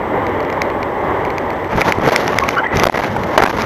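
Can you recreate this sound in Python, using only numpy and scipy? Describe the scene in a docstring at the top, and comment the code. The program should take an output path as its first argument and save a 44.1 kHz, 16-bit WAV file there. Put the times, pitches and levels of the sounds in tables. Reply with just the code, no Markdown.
"""A steady road roar over a wavering engine hum, while a plastic windscreen mount ticks beside the microphone.
The car strikes a hole, slews and is hit again: crunching, low shudder, hard knocks and broken tyre chirps.
Roar and shudder are filtered noise, crunching is dense random impulses, ticks and knocks are enveloped or
decaying partials with noise, chirps are gliding tones and a faint whine is steady sines.
The sound cuts out to a thin hiss in short listed gaps; its peaks are clipped hard, almost flat, at the ceiling."""
import sys
import numpy as np
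from scipy import signal
from scipy.fft import rfft, irfft, next_fast_len
from scipy.io import wavfile
from scipy.ndimage import map_coordinates

SR = 44100
rng = np.random.default_rng(int(sys.argv[2]) if len(sys.argv) > 2 else 0)


def voltage_ratio(decibels):
    """Convert decibels (scalar or array-like) to amplitude ratios, 20 dB per decade."""
    exponent = np.asarray(decibels, float) / 20
    return 10 ** exponent


def wav_out(sig):
    """Save sig, one row per channel (or a flat mono array), as 16-bit PCM at SR to the path in sys.argv[1]."""
    wavfile.write(sys.argv[1], SR, np.round(np.clip(np.atleast_2d(sig).T, -1, 1) * 32767).astype(np.int16))


N = 160965


def unit(x):
    """Normalisation: scales a signal to an rms of 1."""
    return x / np.sqrt(np.mean(x ** 2) + 1e-20)


def curves(rows):
    """Linear interpolation: one value per sample for each column after the time."""
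    s, *cols = np.transpose(rows)
    return [np.interp(np.arange(N) / SR, s, c) for c in cols]


def wobble(rate):
    """Band-limited fluctuation: a spline through random knots, rate of them a second."""
    knots = rng.standard_normal(int(N * rate / SR) + 4)
    return map_coordinates(knots, [np.arange(N) * rate / SR])


def coloured(x, points):
    """Linear filtering: shapes the spectrum by (Hz, dB) points on a log-frequency axis, to rms 1."""
    m = next_fast_len(N + 8192)
    f, db = np.transpose(points)
    log_hz = np.log(np.fft.rfftfreq(m, 1 / SR) + 1)
    gain = voltage_ratio(np.interp(log_hz, np.log(f + 1), db))
    return unit(irfft(rfft(x, m) * gain, m)[:N])


def add(out, s, sound):
    """Superposition: mixes a sound in from time s, in seconds."""
    part = out[round(s * SR):][:len(sound)]
    part += sound[:len(part)]


def whine():
    """Steady pure tones from electronics, slightly modulated in amplitude."""
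    # tones: f/Hz, relative level/dB (raised by 5 dB below)
    tones = [(7881, -69), (11989, -69)]
    t = np.arange(N) / SR
    return sum(voltage_ratio(db + 5 + 1.5 * wobble(25)) * np.sin(2 * np.pi * hz * t) for hz, db in tones)


def engine():
    """Phase modulation of a low sine by a slow random curve gives a wavering hum."""
    hum_hz, hum_db, stop_s, fade_s = 90.3, -36.5, 1.9, 0.085
    t = np.arange(N) / SR
    level = voltage_ratio(hum_db + wobble(6.9))
    tone = np.sin(2 * np.pi * hum_hz * t + 1.9 * wobble(9.5))
    return level * tone * np.clip((stop_s - t) / fade_s, 0, 1)


def road():
    """Broadband tyre and air turbulence: filtered noise whose level fluctuates gently."""
    # course of the roar: t/s, level/dB
    roar_course = [(0.0, -19), (0.31, -16.5), (0.86, -19), (1.27, -17), (1.74, -22), (2.26, -18.5),
                   (2.74, -28), (3.24, -20), (3.54, -20), (3.65, -29.5)]
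    # spectrum of the roar: f/Hz, relative density/dB
    roar_colour = [(15, -51), (25, -19), (76, -6.5), (180, -9), (321, -1.5), (477, -1.5), (604, -1),
                   (689, -7.5), (807, -1.5), (1080, -5), (1400, -15.5), (2030, -12.5), (2570, -29.5),
                   (3260, -29.5), (4470, -48), (7370, -53), (8190, -58), (8860, -78), (11800, -51.5),
                   (13500, -41.5)]
    level_db, = curves(roar_course)
    unsteady_db = 0.63 * wobble(12) + 0.29 * wobble(45.2)
    return voltage_ratio(level_db + unsteady_db) * coloured(rng.standard_normal(N), roar_colour)


def mount():
    """Modal excitation: each tick briefly drives scattered plastic modes with a broadband snap."""
    # ticks: t/s, peak level/dB, level of snap over ring/dB
    tick_events = [(0.2666, -13, -10), (0.2926, -28, -9), (0.4038, -16.5, -24), (0.429, -23, -9),
                   (0.449, -21.5, -3), (0.5003, -14, -10), (0.5265, -14.5, -7), (0.618, -2.5, -8),
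                   (0.7006, -16.5, -22), (0.8291, -11, -16), (1.2503, -14, -16), (1.303, -15, -20),
                   (1.3818, -9, -7), (1.5038, -15.5, -19), (1.6445, -18, -20), (1.8157, 1, -9.5),
                   (1.8826, -13, -7), (1.9219, 3.5, -5), (2.0873, -7, 11), (2.1096, -14, -10),
                   (2.1607, 3.5, 0), (2.2782, -5, 1), (2.3217, -23, 5), (2.386, 4.5, -1), (2.4026, -15, 2),
                   (2.437, -8.5, -14), (2.4888, -0.5, -5.5), (2.507, -17, -4), (2.551, -16.5, -4),
                   (2.582, -13.5, -10), (2.6697, -22, -6), (2.7697, -5, 2), (2.7971, 0, 15),
                   (3.0443, -10, -17), (3.235, -13, -10), (3.6085, -10.5, -9), (3.6195, -9.5, 3)]
    # modes of the plastic: f/Hz, relative level/dB
    plastic_modes = [(2200, 15.5), (2600, 4.5), (3700, -12), (4250, -1.5), (5300, -16), (5900, -9.5),
                     (7100, -18), (10200, -21), (12400, -11.5)]
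    # spectrum of the snap: f/Hz, relative density/dB
    snap_colour = [(710, -40), (1200, 4), (2230, -6), (3440, -10), (5880, -6.5), (7210, -22), (9000, -35.5),
                   (12200, -22), (13500, -36)]
    tick_s, pitch_scatter, mode_scatter_db = 0.0028, 0.03, 2  # pitch scatter as a fraction
    out, t = np.zeros(N), np.arange(round(tick_s * SR)) / SR
    noise = coloured(rng.standard_normal(N), snap_colour)
    swell = (t / tick_s) ** 1.08 * (1 - t / tick_s) ** 1.43
    for s, db, snap_db in tick_events:
        ring = np.zeros(len(t))
        for hz, mode_db in plastic_modes:
            strength = voltage_ratio(mode_db + rng.normal(0, mode_scatter_db))
            ring += strength * np.sin(2 * np.pi * hz * rng.normal(1, pitch_scatter) * t)
        snap = voltage_ratio(snap_db) * noise[round(s * SR):][:len(t)]
        tick = (unit(ring) + snap) * swell
        add(out, s, voltage_ratio(db) * tick / np.abs(tick).max())
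    return out


def chirps():
    """Broken squeal of sliding tyres: gliding tones, part pure and part narrow-band noise, swell and fade."""
    # chirps: centre t/s, length between 1/e points/s, f/Hz at the centre, glide/(Hz/s),
    # relative level/dB (raised by 3.5 dB below)
    squeals = [(2.334, 0.02, 1150, 0, -20), (2.431, 0.036, 1095, 999.5, -14.5), (2.53, 0.011, 3120, 0, -32),
               (2.538, 0.024, 1067, 2000.5, -24), (2.58, 0.022, 1135, 3000, -12.5),
               (2.579, 0.028, 1356, -3000, -14), (2.595, .032, 1500, -5000, -15),
               (2.591, 0.038, 2930, 4000, -28), (2.632, 0.03, 871, 1000.5, -16),
               (2.641, .012, 2010, -6000, -17), (2.649, 0.018, 1690, 4000.5, -17),
               (2.648, .016, 3130, -6000, -34), (2.666, 0.014, 1965, 1500.5, -14),
               (2.686, 0.019, 2010, 0.5, -24), (2.728, 0.018, 1980, 0.5, -20)]
    pure, noise_rate, wander = 0.58, 320, 0.015  # share of pure tone, knots a second, fraction of pitch
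    out, t = np.zeros(N), np.arange(N) / SR
    for s, length, hz, glide, db in squeals:
        narrow_noise = wobble(noise_rate) + 1j * wobble(noise_rate)
        shake = pure + (1 - pure) * narrow_noise
        pitch = (hz + glide * (t - s)) * (1 + wander * wobble(60))
        tone = np.real(shake * np.exp(2j * np.pi * np.cumsum(pitch) / SR))
        out += voltage_ratio(db + 3.5) * np.exp(-(2 * (t - s) / length) ** 2) * tone
    return out


def grains():
    """Shot noise: dense random impulses of uneven size and either sign."""
    grains_per_s, spread_db = 9000, 2
    chance, size, sign = rng.random(N), rng.exponential(size=N), rng.standard_normal(N)
    return (chance < grains_per_s / SR) * voltage_ratio(spread_db * size) * sign


def wreck():
    """Crushing and scraping as clumped, filtered shot noise over a low noise shudder of the body."""
    # course of the wreck: t/s, crunch level/dB, bass level/dB, treble level/dB
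    wreck_course = [(0, -60, -51, -55.5), (1.66, -31, -44.5, -51), (1.75, -19, -20, -38),
                    (1.8, -14.5, -29, -31), (1.83, -20, -31, -37), (1.9, -12.5, -24, -28.5),
                    (1.93, -32, -32, -40.5), (2.0, -22.5, -27, -44.5), (2.08, -13.5, -21, -28.5),
                    (2.15, -18, -34, -33), (2.2, -21, -39, -32.5), (2.28, -17.5, -35, -35.5),
                    (2.4, -19.5, -25, -37.5), (2.52, -19.5, -38, -38.5), (2.6, -23, -60, -45.5),
                    (2.7, -22, -40, -54), (2.76, -15, -16.5, -31.5), (2.86, -18, -25, -36.5),
                    (2.97, -14, -37, -33), (3.05, -15.5, -40, -32), (3.1, -27.5, -24, -41.5),
                    (3.28, -31.5, -29, -42), (3.36, -18, -53, -35), (3.43, -9.5, -24, -32.5),
                    (3.5, -17, -40, -30.5), (3.55, -24, -26, -37.5), (3.61, -16.5, -26.5, -32),
                    (3.65, -19, -24, -38)]
    # spectra of crunch, its treble and the bass shudder: f/Hz, relative density/dB
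    crunch_colour = [(71, -35), (120, -5), (298, -2), (442, 0), (702, -3), (822, -0.5), (1450, -7.5),
                     (2070, -8), (2420, -16), (2800, -22), (3640, -28.5), (6160, -120)]
    treble_colour = [(1650, -44), (2800, -2), (5100, -10), (6170, -10), (7320, -22), (9040, -43),
                     (10700, -19), (12600, -18), (13500, -17)]
    bass_colour = [(15, -33), (25, -14), (91, 2), (172, -3.5), (220, 2.5), (290, -32.5), (480, -120)]
    crunch_db, bass_db, treble_db = curves(wreck_course)
    clumps = voltage_ratio(1.8 * wobble(70))
    crunch = coloured(grains() * clumps, crunch_colour)
    # the treble follows the clumps half as far in dB and has finer ones of its own
    treble_clumps = np.sqrt(clumps) * voltage_ratio(2 * wobble(120))
    treble = coloured(grains() * treble_clumps, treble_colour)
    shudder = coloured(rng.standard_normal(N), bass_colour) * voltage_ratio(0.69 * wobble(11))
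    return voltage_ratio(crunch_db) * crunch + voltage_ratio(bass_db) * shudder + voltage_ratio(treble_db) * treble


def knocks():
    """Damped oscillation through the body: three decaying inharmonic partials with a noise crack."""
    # knocks: t/s, level/dB of the lowest partial before decay, its f/Hz, 60 dB decay time/s,
    # level of crack over thud/dB
    body_knocks = [(1.754, -15, 63, 0.28, -25), (1.796, -18, 110, .09, -20), (1.772, -12, 399, 0.073, -15),
                   (1.809, -2, 804, 0.021, -7), (1.884, -9.5, 550, 0.066, -17), (2.033, -12, 228, .07, -21),
                   (1.9851, -3.5, 256, 0.033, -28), (2.074, 0.5, 485, 0.032, -21),
                   (2.066, -17.5, 142, 0.16, -22), (2.061, -9, 620, 0.02, -12),
                   (2.120, -8.5, 594, 0.098, -7.5), (2.7549, -4.5, 397, 0.05, -15),
                   (2.8232, -10, 900, .02, -16), (2.835, 4, 460, 0.021, -2), (2.8405, 8, 1000, 0.0089, -10),
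                   (2.8527, -1, 1190, 0.0054, 0), (2.8554, 6, 500, 0.01, -16),
                   (2.866, -2.5, 600, 0.021, -9), (2.870, 4.5, 510, 0.0057, 0),
                   (2.8765, -1, 350, .014, -24), (2.886, 4, 1180, 0.003, -17), (2.897, 2, 744, 0.014, -32),
                   (2.9211, 1, 400, 0.018, -27), (2.925, -12, 800, .008, -15),
                   (2.9315, -18, 700, .008, -10), (2.945, -8, 630, 0.023, -25),
                   (2.973, -10.5, 960, 0.038, -8), (2.99, -7, 680, 0.023, -24),
                   (3.034, -9, 900, 0.027, -15), (3.164, -3.5, 864, 0.027, -33),
                   (3.3765, 7, 673, 0.027, -18.5), (3.378, 7, 922, 0.023, -9.5),
                   (3.403, -2, 720, 0.023, -21), (3.415, -12, 406, 0.02, -22), (3.4212, 2, 790, 0.024, -14),
                   (3.4288, 0, 605, 0.013, -18), (3.4356, 2, 875, 0.013, -1.5),
                   (3.4385, -5, 600, .015, -16), (3.452, -6, 920, 0.0092, -14),
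                   (3.4584, 1.5, 952, 0.032, -19), (3.474, -4.5, 490, 0.013, -20),
                   (3.483, -16, 600, .015, -8), (3.568, -16, 705, 0.0081, 3)]
    # spectrum of the crack: f/Hz, relative density/dB
    crack_colour = [(180, -36), (300, -4), (793, 4), (1360, -6.5), (5900, -16), (8780, -37), (11300, -25),
                    (12900, -18.5), (13500, -39)]
    roughness, rise_s = 0.45, 0.00053
    out, t = np.zeros(N), np.arange(8000) / SR
    noise = np.tile(coloured(rng.standard_normal(N), crack_colour), 2)
    for s, db, hz, t60, crack_db in body_knocks:
        # a random walk in phase roughens the pitch
        drift = np.cumsum(rng.standard_normal(len(t))) * roughness * np.sqrt(hz / SR)
        phase = 2 * np.pi * hz * t
        thud = np.sin(phase + drift)
        thud += 0.41 * np.sin(1.7 * phase + drift)
        thud += 0.2 * np.sin(2.6 * phase - drift)
        crack = voltage_ratio(crack_db) * noise[round(s * SR):][:len(t)]
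        envelope = voltage_ratio(db - 60 * t / t60) * (1 - np.exp(-t / rise_s))
        add(out, s, envelope * (thud + crack))
    return out


def scene():
    """Linear superposition of all sources in one channel."""
    return (whine() + engine() + road() + mount() + chirps() + wreck() + knocks())[None]


def roll_off(x):
    """The treble ends steeply here."""
    return signal.sosfilt(signal.butter(12, 14030, fs=SR, output="sos"), x)


def record(dry):
    """Gating, low-pass filtering and limiting: gaps, a lost top and peaks clipped hard, almost flat."""
    # gaps: start t/s, length/s, gain in the gap/dB (besides the remaining hiss)
    mic_gaps = [(1.769, 0.0036, -14), (1.8336, 0.0028, -15), (1.839, 0.0047, -9), (1.8644, 0.0025, -21),
                (1.916, 0.0034, -15), (1.9883, 0.0058, -38), (2.004, 0.0044, -17), (2.092, 0.0019, -11),
                (2.0999, 0.006, -20), (2.114, 0.0048, -25), (2.3357, 0.0043, -22.5), (2.347, 0.0051, -16),
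                (2.3888, 0.0068, -20), (2.755, .002, -22), (2.7686, 0.0015, -20), (2.8379, 0.0028, -20),
                (2.8425, 0.01036, -18), (2.857, 0.008, -15), (2.8776, 0.0082, -24), (2.8876, 0.0089, -21),
                (2.9, 0.022, -24.5), (2.9225, 0.0022, -24), (2.9275, 0.004, -38), (2.9332, 0.0072, -22),
                (2.952, 0.002, -28), (2.9624, 0.0088, -16.5), (2.983, 0.0062, -18), (3.002, 0.0036, -26),
                (3.0097, 0.008, -20), (3.032, 0.0033, -26), (3.3677, 0.0086, -23.5),
                (3.4073, 0.0083, -20.5), (3.431, 0.0051, -32), (3.446, 0.0074, -19), (3.4583, 0.0022, -26),
                (3.4664, 0.0065, -26), (3.48, 0.0019, -31), (3.4862, 0.0082, -15), (3.5144, 0.012, -15),
                (3.563, 0.0017, -20), (3.579, 0.0047, -27), (3.624, 0.0015, -32)]
    edge_s, hiss_db, hiss_hz = 0.00087, -15.5, 2460
    top_hz, ceiling, hardness = 13100, 1.0, 14
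    t, gain_db = np.arange(N) / SR, np.zeros(N)
    for s, length, left_db in mic_gaps:
        inside = np.minimum(t - s, s + length - t)
        gain_db += left_db * np.clip(inside / edge_s + 0.5, 0, 1)
    # a thin hiss, made from the high-passed mix, remains in the gaps
    hiss = signal.lfilter(*signal.butter(2, hiss_hz, 'high', fs=SR), dry)
    x = dry * voltage_ratio(gain_db) + voltage_ratio(hiss_db) * (1 - voltage_ratio(gain_db)) * hiss
    x = irfft(rfft(x) / (1 + (np.fft.rfftfreq(N, 1 / SR) / top_hz) ** 120), N)
    x = x / (1 + np.abs(x / ceiling) ** hardness) ** (1 / hardness)
    return roll_off(x)


dry = scene()
out = record(dry)
wav_out(out)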